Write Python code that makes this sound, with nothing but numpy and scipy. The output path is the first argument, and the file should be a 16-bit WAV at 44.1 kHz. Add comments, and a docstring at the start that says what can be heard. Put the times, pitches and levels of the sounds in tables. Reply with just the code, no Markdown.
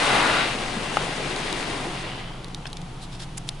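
"""Inside a car wash

Stereo at the front seat of an idling car, cabin closed: a jet drums on the roof close overhead, moves on
over the glass and dies away. A heavy drop knocks on the roof, then drips tick and splashes spatter on the
windscreen, with one lighter knock among them. The engine throbs below; machinery hums through the cabin.
Water is random impacts, coloured and rung by resonances; drops are sharp pushes with a brief noise ring.
The engine and the hum are sines, the rush of the bay is coloured noise."""
import sys
import numpy as np
from scipy.fft import rfft, irfft, next_fast_len
from scipy.io import wavfile
from scipy.ndimage import map_coordinates

SR = 44100
rng = np.random.default_rng(int(sys.argv[2]) if len(sys.argv) > 2 else 0)


def output_pcm(signal):
    """Save a mono or channel-first signal as 16-bit PCM at the path in sys.argv[1].

    Samples are clipped to [-1, 1] before scaling.
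    """
    pcm = np.clip(np.atleast_2d(signal).T, -1, 1) * 32767
    wavfile.write(sys.argv[1], SR, np.round(pcm).astype(np.int16))


N = 158760
T = np.arange(N) / SR  # seconds
TOP_HZ = 11150  # band limit

# In every colour table the levels are relative; a spread is the standard deviation of a bell-shaped swell.

# Left-right likeness in the cabin. Each row: frequency in Hz, correlation of the two channels.
LIKENESS = [(100, 1), (300, 0.95), (600, 0.66), (2000, 0.58), (5000, 0.56), (9000, 0.8)]

# Throb of the idling engine. Each entry: level in dB of the next multiple of the firing rate.
ENGINE_DB = [-40.5, -59, -60]
FIRING_HZ = 23.16

# Hum of the wash machinery. Each row: frequency in Hz, mean level in dB.
HUM = [(122, -50), (140, -46), (173, -51)]
HUM_WAVER_DB, HUM_DRIFT_HZ = 0.5, 2.94
BOOM_S, BOOM_SPREAD_S, BOOM_HZ, BOOM_DB = 2.83, 0.033, 174.7, -37  # the hum swells once

# Colour of the wash bay through the cabin. 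Each row: frequency in Hz, level in dB per Hz.
BAY_COLOUR = [(25, -5.5), (60, -6), (90, -10.5), (120, -0.5), (175, -2.5), (215, -10.5), (320, -12),
              (450, -17), (600, -21), (740, -13.5), (1000, -17.5), (1700, -25.5), (3200, -23.5),
              (5000, -30.5), (7500, -35.5), (11000, -37)]
BAY_DB = -39.5

# Spray on the car, before the trims below. Each row: time in seconds, roof drumming in dB,
# glass patter in dB, mist hiss in dB, left over right in dB.
SPRAY = [(0, -34, -29, -35, 1.5), (.23, -32.5, -34, -36.5, 5), (.44, -42.5, -29.5, -40.5, 4),
         (.54, -34.5, -34.5, -42.5, 3.5), (.77, -35.5, -35.5, -44, 4.5), (1.029, -33.5, -34, -41.5, 3.5),
         (1.138, -35.5, -34.5, -43.5, 4.5), (1.5, -35.5, -33.5, -43, 4), (1.7, -34.5, -34.5, -44, 4.5),
         (1.88, -36.5, -37.5, -45.5, 2.5), (2.03, -39.5, -37.5, -48.5, 1.5), (2.21, -42, -40, -54.5, 1.5),
         (2.43, -41.5, -48.5, -73, 2), (2.9, -43, -50.5, -65, 11)]
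ROOF_TRIM_DB, GLASS_TRIM_DB, MIST_TRIM_DB = 2.5, 1, 2
ROOF_RATE, GLASS_RATE, MIST_RATE = 5000, 5000, 9000  # droplets a second at full flow
DRAIN_START_S, DRAIN_DB_PER_S = 2.096, 16.5  # the jet has passed; the last of it thins out

# Colours of roof drumming, glass patter and mist. Each row: frequency in Hz, level in dB per Hz.
ROOF_COLOUR = [(80, -19.5), (115, 1.5), (160, -0.5), (220, 3.5), (370, 3.5), (520, 2.5), (780, 1.5),
               (1100, -0.5), (1500, -4.5), (2200, -18), (4000, -47.5)]
GLASS_COLOUR = [(600, -15.5), (1300, -4), (2000, 0.5), (2400, 0), (2750, -2), (3300, -1.5), (3900, -3.5),
                (4800, -7.5), (5800, -17.5), (8000, -43)]
MIST_COLOUR = [(3000, -5.5), (5000, 2), (6300, 2), (7500, 0), (9000, 1), (11000, -6.5)]

# Panel resonances rung by spray and jet. Each row: centre in Hz, width in Hz, dB against the bare impact.
PANEL = [(743, 22, -2.5), (817, 11, -7), (1012, 31, -10), (1400, 8.7, -18.5), (1640, 6.6, 0),
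         (1875, 9.8, -3), (2020, 84, -7), (2795, 38, -1), (3500, 28, -19), (3770, 47, -29)]

# The jet square on the roof. Each row: time in seconds, level in dB.
JET_LEVEL = [(0, -23), (.08, -21), (.17, -19.8), (.3, -21.5), (.41, -23.5), (.47, -27), (.54, -34.5),
             (.62, -69)]
JET_RATE, JET_PAN_DB = 14000, 3.5  # droplets a second; left over right
JET_WAVER_DB = 1  # each resonance comes and goes as the jet moves

# Colour of the jet on the roof. Each row: frequency in Hz, level in dB.
JET_COLOUR = [(100, -31), (160, -12.5), (215, 0), (400, -2.5), (750, 0.5), (1300, -2), (2000, -4.5),
              (2800, -7), (4000, -10), (5200, -18), (7000, -50), (11000, -28)]

# Metal under the jet. Each row: centre in Hz, width in Hz, mean dB against the bare impact.
JET_RINGS = [(1170, 62, -4), (1447, 31, 0.5), (1570, 43, -15), (2040, 64, -4.5), (2670, 130, -4),
             (3830, 190, -3)]

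# Roof booms as the jet comes square onto it. Each row: middle in seconds, spread in seconds,
# level in dB, centre in Hz, width in Hz.
JET_BOOMS = [(0.092, 0.024, -33, 402.3, 200), (0.163, 0.056, -31, 802, 500), (0.265, 0.061, -32, 946, 400),
             (0.274, 0.052, -30, 1750, 450), (.37, 0.062, -32, 1406, 300)]

# Glass ringing under the travelling spray. Each row: time in seconds, pitch in Hz, level in dB.
SWEEP = [(0, 2686, -48), (.4, 2700, -38), (.52, 2677, -38), (.66, 2760, -47), (.8, 2750, -46),
         (0.889, 2744, -41), (.96, 2856, -39.5), (1.02, 3110, -39), (1.11, 2945, -52), (1.25, 2450, -40.5),
         (1.42, 2290, -53), (1.7, 2250, -54), (2.15, 3007, -45), (2.3, 3100, -50), (2.45, 3200, -64),
         (2.6, 3220, -85)]
SWEEP_WIDTH_HZ, SWEEP_PAN_DB = 530, 4.5

# Gouts of water thudding on the roof. Each row: middle in seconds, spread in seconds, level in dB, centre in Hz.
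GOUTS = [(0.551, 0.0078, -31, 234), (0.77, 0.017, -39, 226), (1.2, 0.013, -32.5, 550),
         (1.245, 0.062, -37, 383), (1.355, 0.033, -37, 367), (1.525, 0.032, -40, 372),
         (1.697, 0.015, -34, 287), (1.875, 0.017, -33.5, 342), (1.86, 0.018, -36, 743)]
GOUT_WIDTH = 0.36  # fraction of the centre frequency

# Push of a drop and its early reflections in the cabin. Each row: delay in seconds, level in dB.
ECHOES = [(0, 1), (.0003, -5), (.0016, -7), (.0038, -9)]

# Heavy drops on the roof. Each row: time in seconds, level in dB (the slap is trimmed below),
# treble tilt of the slap in dB per octave.
KNOCKS = [(.9703, -9.3, 0), (2.6555, -23.5, 2.5)]
KNOCK_T60_S, KNOCK_TRIM_DB, KNOCK_SNAP = .022, -2.5, 5  # snap: push height against the ring's start
KNOCK_PIVOT_HZ, KNOCK_PAN_DB = 1500, 4

# Colour of that slap. Each row: frequency in Hz, level in dB.
KNOCK_COLOUR = [(150, -20), (450, -7), (800, 0), (1300, -2), (1900, -11), (2400, -8), (3200, -13),
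                (3800, -25), (5200, -26), (6500, -34), (11000, -41)]

# Low modes of the roof. Each row: frequency in Hz, level in dB below the drop, fall by 60 dB in seconds.
ROOF_MODES = [(650, -14, .018), (845, -10, .024)]

# Drips on the glass, before the trim below. Each row: time in seconds, level in dB,
# treble tilt in dB per octave.
DRIPS = [(1.362, -22.5, 1), (1.5275, -17.5, .5), (2.4448, -27, 0), (2.4835, -36.5, 0), (2.5466, -21.5, .5),
         (2.7018, -39, -1), (2.7302, -23, -2.5), (2.770, -24.5, -2.5), (2.8168, -33.5, -1),
         (3.490, -13.5, -2)]
DRIP_T60_S, DRIP_TRIM_DB, DRIP_SNAP, DRIP_PIVOT_HZ = .014, -6.3, 5.5, 4500

# Colour of a drip. Each row: frequency in Hz, level in dB.
DRIP_COLOUR = [(300, -25), (1500, -17), (2600, -9), (3150, -10), (3650, 0), (4400, -3), (5600, -6),
               (6700, -12), (9000, -15), (11000, -12)]

# Splashes on the glass. Each row: middle in seconds, spread in seconds, body in dB, fizz in dB,
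# ring in dB, ring pitch in Hz.
SPLASHES = [(2.669, .002, -36.5, -46, -41, 4300), (2.675, .003, -41, -47, -47, 3300),
            (3.033, .016, -47.5, -47.5, -46.5, 3900), (3.143, .018, -46.5, -51, -48, 3600),
            (3.202, .005, -43.5, -45.5, -45, 3450), (3.227, .012, -40, -43, -43, 3500),
            (3.379, .0039, -40, -33, -42, 2600), (3.484, .008, -47, -46, -50, 2600)]
SPLASH_RATE, SPLASH_RING_WIDTH_HZ = 2700, 850  # droplets a second
SPLASH_GRIT_DB = 1.5  # the droplets arrive in clumps

# Colours of splash body and fizz. Each row: frequency in Hz, level in dB.
BODY_COLOUR = [(400, -11), (1000, -8.5), (1600, 5), (2500, -5), (3600, 2), (5500, 3), (8000, -23)]
FIZZ_COLOUR = [(3000, -10), (5000, -10), (7000, 1), (9000, -1.5), (10800, -2.5)]

# Windscreen resonances. Each row: centre in Hz, width in Hz, dB against the bare impact.
WINDSCREEN = [(2650, 200, -4), (3330, 120, -5), (3650, 170, -17), (5030, 430, -8)]


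def amp(db):
    """Decibels to gain."""
    return 10 ** (np.asarray(db) / 20)


def unit(x):
    """Scaled to rms 1."""
    return x / np.sqrt(np.mean(x ** 2) + 1e-20)


def along(points, hz):
    """(Hz, value) points read on a log frequency axis."""
    f, v = np.transpose(points)
    return np.interp(np.log(hz + 1), np.log(f + 1), v)


def wobble(rate):
    """A smooth random curve, rate knots a second."""
    knots = rng.standard_normal(int(N * rate / SR) + 4)
    return map_coordinates(knots, [T * rate])


def swell(s, spread):
    """A smooth bell-shaped rise and fall around a moment."""
    return np.exp(-.5 * ((T - s) / spread) ** 2)


def decay(t, t60):
    """Exponential decay, down 60 dB after t60 seconds."""
    return np.exp(-np.log(1000) * t / t60)


def filtered(x, response):
    """x times a complex response of frequency."""
    m = 2 * next_fast_len(N)
    spectrum = rfft(x, m) * response(np.fft.rfftfreq(m, 1 / SR))
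    return irfft(spectrum, m)[..., :N]


def coloured(x, colour):
    """x through a causal minimum-phase filter of unit energy with the given colour."""
    def response(hz):
        gain = amp(along(colour, hz)) * np.where(hz < TOP_HZ, 1, .5)
        cepstrum = irfft(np.log(unit(gain)))
        half = len(cepstrum) // 2
        # folding the cepstrum forward in time makes the filter causal
        return np.exp(rfft(np.r_[cepstrum[0], 2 * cepstrum[1:half], np.zeros(half)]))
    return filtered(x, response)


def stereo(pair):
    """Two unrelated signals blended into left and right, near mono in the bass."""
    def blend(hz):
        turn = np.arccos(np.clip(along(LIKENESS, hz), -1, 1)) / 2
        return np.array([np.cos(turn), np.sin(turn)])
    mid, side = filtered(pair, blend)
    return np.array([mid + side, mid - side])


def panned(db):
    """Left and right gains for a level difference."""
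    return amp(np.array([[.5], [-.5]]) * db)


def droplets(rate, scatter_db):
    """Two streams of random impacts of uneven size and either sign."""
    hit = rng.random((2, N)) < rate / SR
    size = amp(scatter_db * np.clip(rng.standard_normal((2, N)), -2, 2))
    sign = np.sign(rng.standard_normal((2, N)))
    return unit(hit * size * sign / np.sqrt(rate))


def panel(x, modes):
    """Sheet metal and glass favour a few resonances, added to the bare impact."""
    def response(hz):
        return 1 + sum(amp(db) * 1j * hz * width / (centre ** 2 - hz ** 2 + 1j * hz * width)
                       for centre, width, db in modes)
    return filtered(x, response)


def ringing(centre_hz, width_hz):
    """Droplets exciting one resonance, whose pitch may move; stereo, rms 1."""
    def low(x):
        return filtered(x, lambda hz: 1 / (1 + 2j * hz / width_hz) ** 2)
    in_phase = low(droplets(GLASS_RATE, scatter_db=4.5))
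    quadrature = low(droplets(GLASS_RATE, scatter_db=1.5))
    # slow noise carried up to the resonance
    turning = np.exp(2j * np.pi * np.cumsum(centre_hz * np.ones(N)) / SR)
    return unit(stereo(((in_phase + 1j * quadrature) * turning).real))


def engine():
    """The low, even throb of the idling engine: sines at multiples of a barely wavering firing rate."""
    phase = 2 * np.pi * np.cumsum(FIRING_HZ * (1 + .003 * wobble(2.9))) / SR
    return np.sqrt(2) * sum(amp(db) * np.sin(order * phase) for order, db in enumerate(ENGINE_DB, 1))


def machinery():
    """Sines wavering in level and pitch hum over the muffled noise of the bay."""
    hum = amp(BOOM_DB) * swell(BOOM_S, BOOM_SPREAD_S) * np.sin(2 * np.pi * BOOM_HZ * T)
    for hz, db in HUM:
        level = amp(db + HUM_WAVER_DB * wobble(6.6))
        phase = 2 * np.pi * np.cumsum(hz + HUM_DRIFT_HZ * wobble(9)) / SR
        hum = hum + level * np.sin(phase)
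    bay = unit(stereo(coloured(rng.standard_normal((2, N)), BAY_COLOUR)))
    return np.sqrt(2) * hum + amp(BAY_DB) * bay


def spray():
    """Dense droplets on roof and glass under a fine mist; a weaker jet brings fewer of them."""
    s, *columns = np.transpose(SPRAY)
    roof_db, glass_db, mist_db, pan_db = [np.interp(T, s, column) for column in columns]
    drain_db = -DRAIN_DB_PER_S * np.maximum(T - DRAIN_START_S, 0)
    flow = amp(glass_db - glass_db.max())

    def layer(colour, rate, scatter_db, flutter_db):
        hits = panel(droplets(rate * np.sqrt(flow), scatter_db), PANEL)
        return unit(stereo(coloured(hits, colour))) * amp(drain_db + flutter_db * wobble(30.26))

    roof = amp(roof_db + ROOF_TRIM_DB) * layer(ROOF_COLOUR, ROOF_RATE, scatter_db=5, flutter_db=.4)
    glass = amp(glass_db + GLASS_TRIM_DB) * layer(GLASS_COLOUR, GLASS_RATE, scatter_db=1, flutter_db=.5)
    mist = amp(mist_db + MIST_TRIM_DB) * layer(MIST_COLOUR, MIST_RATE, scatter_db=1.5, flutter_db=.84)
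    return (roof + glass) * panned(pan_db) + mist * panned(.3)


def jet():
    """The full jet hammers the roof, swells and booms as it comes square onto it, then swings away."""
    impact = panel(droplets(JET_RATE, scatter_db=1.5), PANEL)
    hits = impact
    for mode in JET_RINGS:
        ring_alone = panel(impact, [mode]) - impact
        hits = hits + ring_alone * amp(JET_WAVER_DB * wobble(11.7))
    level_db = np.interp(T, *np.transpose(JET_LEVEL)) + 0.57 * wobble(89.4)
    hammer = amp(level_db) * unit(stereo(coloured(hits, JET_COLOUR)))
    booms = sum(amp(db) * swell(s, spread) * ringing(hz, width) for s, spread, db, hz, width in JET_BOOMS)
    return (hammer + booms) * panned(JET_PAN_DB)


def sweep():
    """The travelling spray rings one patch of glass after another, so the resonance glides."""
    s, hz, db = np.transpose(SWEEP)
    ring = ringing(np.interp(T, s, hz), SWEEP_WIDTH_HZ)
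    return amp(np.interp(T, s, db)) * ring * panned(SWEEP_PAN_DB)


def gouts():
    """Thicker clumps of water make the roof rumble briefly: swells of narrow-band noise."""
    out = np.zeros(N)
    for s, spread, db, centre in GOUTS:
        band = lambda hz: 1 / (1 + ((hz - centre) / (GOUT_WIDTH * centre / 2)) ** 2)
        rumble = unit(filtered(rng.standard_normal(N), band))
        out += amp(db) * swell(s, spread) * rumble
    return out * panned(1.3)


def impacts(rows, colour, t60, snap, pivot_hz):
    """Each drop is a sharp push, its early reflections and a brief diffuse ring, with its own treble tilt."""
    out = np.zeros((2, N + SR))
    t = np.arange(SR // 10) / SR
    lead = len(t) // 2  # room ahead of the push for the tilt filter
    octaves = np.clip(np.log2((np.fft.rfftfreq(len(t), 1 / SR) + 1) / pivot_hz), -2, 2)
    for s, db, tilt_db in rows:
        ring = rng.standard_normal((2, len(t))) * decay(t, t60)
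        for delay, echo_db in ECHOES:
            ring[0, round(delay * SR)] += snap * amp(echo_db)
        tilted = irfft(rfft(np.roll(ring, lead, axis=1)) * amp(tilt_db * octaves), len(t))
        start = round(s * SR) - lead
        out[:, start:start + len(t)] += amp(db) * tilted
    return stereo(coloured(out[:, :N], colour))


def thuds():
    """A heavy drop also sets the roof's low modes swinging for a moment, as decaying sines."""
    out = np.zeros(N)
    for s, db, _ in KNOCKS:
        t = np.maximum(T - s, 0)
        for hz, level_db, t60 in ROOF_MODES:
            out += amp(db + level_db) * decay(t, t60) * np.sin(2 * np.pi * hz * t)
    return out


def knocks():
    """Dull knocks of heavy drops: a slap on the roof and the thud of its low modes."""
    slap = impacts(KNOCKS, KNOCK_COLOUR, KNOCK_T60_S, KNOCK_SNAP, KNOCK_PIVOT_HZ)
    return (amp(KNOCK_TRIM_DB) * slap + thuds()) * panned(KNOCK_PAN_DB)


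def drips():
    """Bright ticks of single drips on the windscreen, each a push with a very short ring."""
    return amp(DRIP_TRIM_DB) * impacts(DRIPS, DRIP_COLOUR, DRIP_T60_S, DRIP_SNAP, DRIP_PIVOT_HZ)


def splashes():
    """Falling water breaks up into short, gritty showers; each rings its own spot of the glass."""
    body, fizz = np.zeros((2, N))
    rings = np.zeros((2, N))
    for s, spread, body_db, fizz_db, ring_db, ring_hz in SPLASHES:
        shape = swell(s, spread)
        body += amp(body_db) * shape
        fizz += amp(fizz_db) * shape
        rings += amp(ring_db) * shape * ringing(ring_hz, SPLASH_RING_WIDTH_HZ)

    def shower(colour):
        hits = panel(droplets(SPLASH_RATE, scatter_db=.5), WINDSCREEN)
        return unit(stereo(coloured(hits, colour)))

    grit = unit(amp(SPLASH_GRIT_DB * wobble(350)))
    return (body * shower(BODY_COLOUR) + fizz * shower(FIZZ_COLOUR) + rings) * grit


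def scene():
    """Everything as heard from the front seat."""
    water = spray() + jet() + sweep() + gouts() + knocks() + drips() + splashes()
    return engine() + machinery() + water


def record(dry):
    """The microphone signal fades out over 200 Hz around the band limit; nothing is kept above."""
    return filtered(dry, lambda hz: np.clip((TOP_HZ - hz) / 200 + .5, 0, 1))


dry = scene()
out = record(dry)
output_pcm(out)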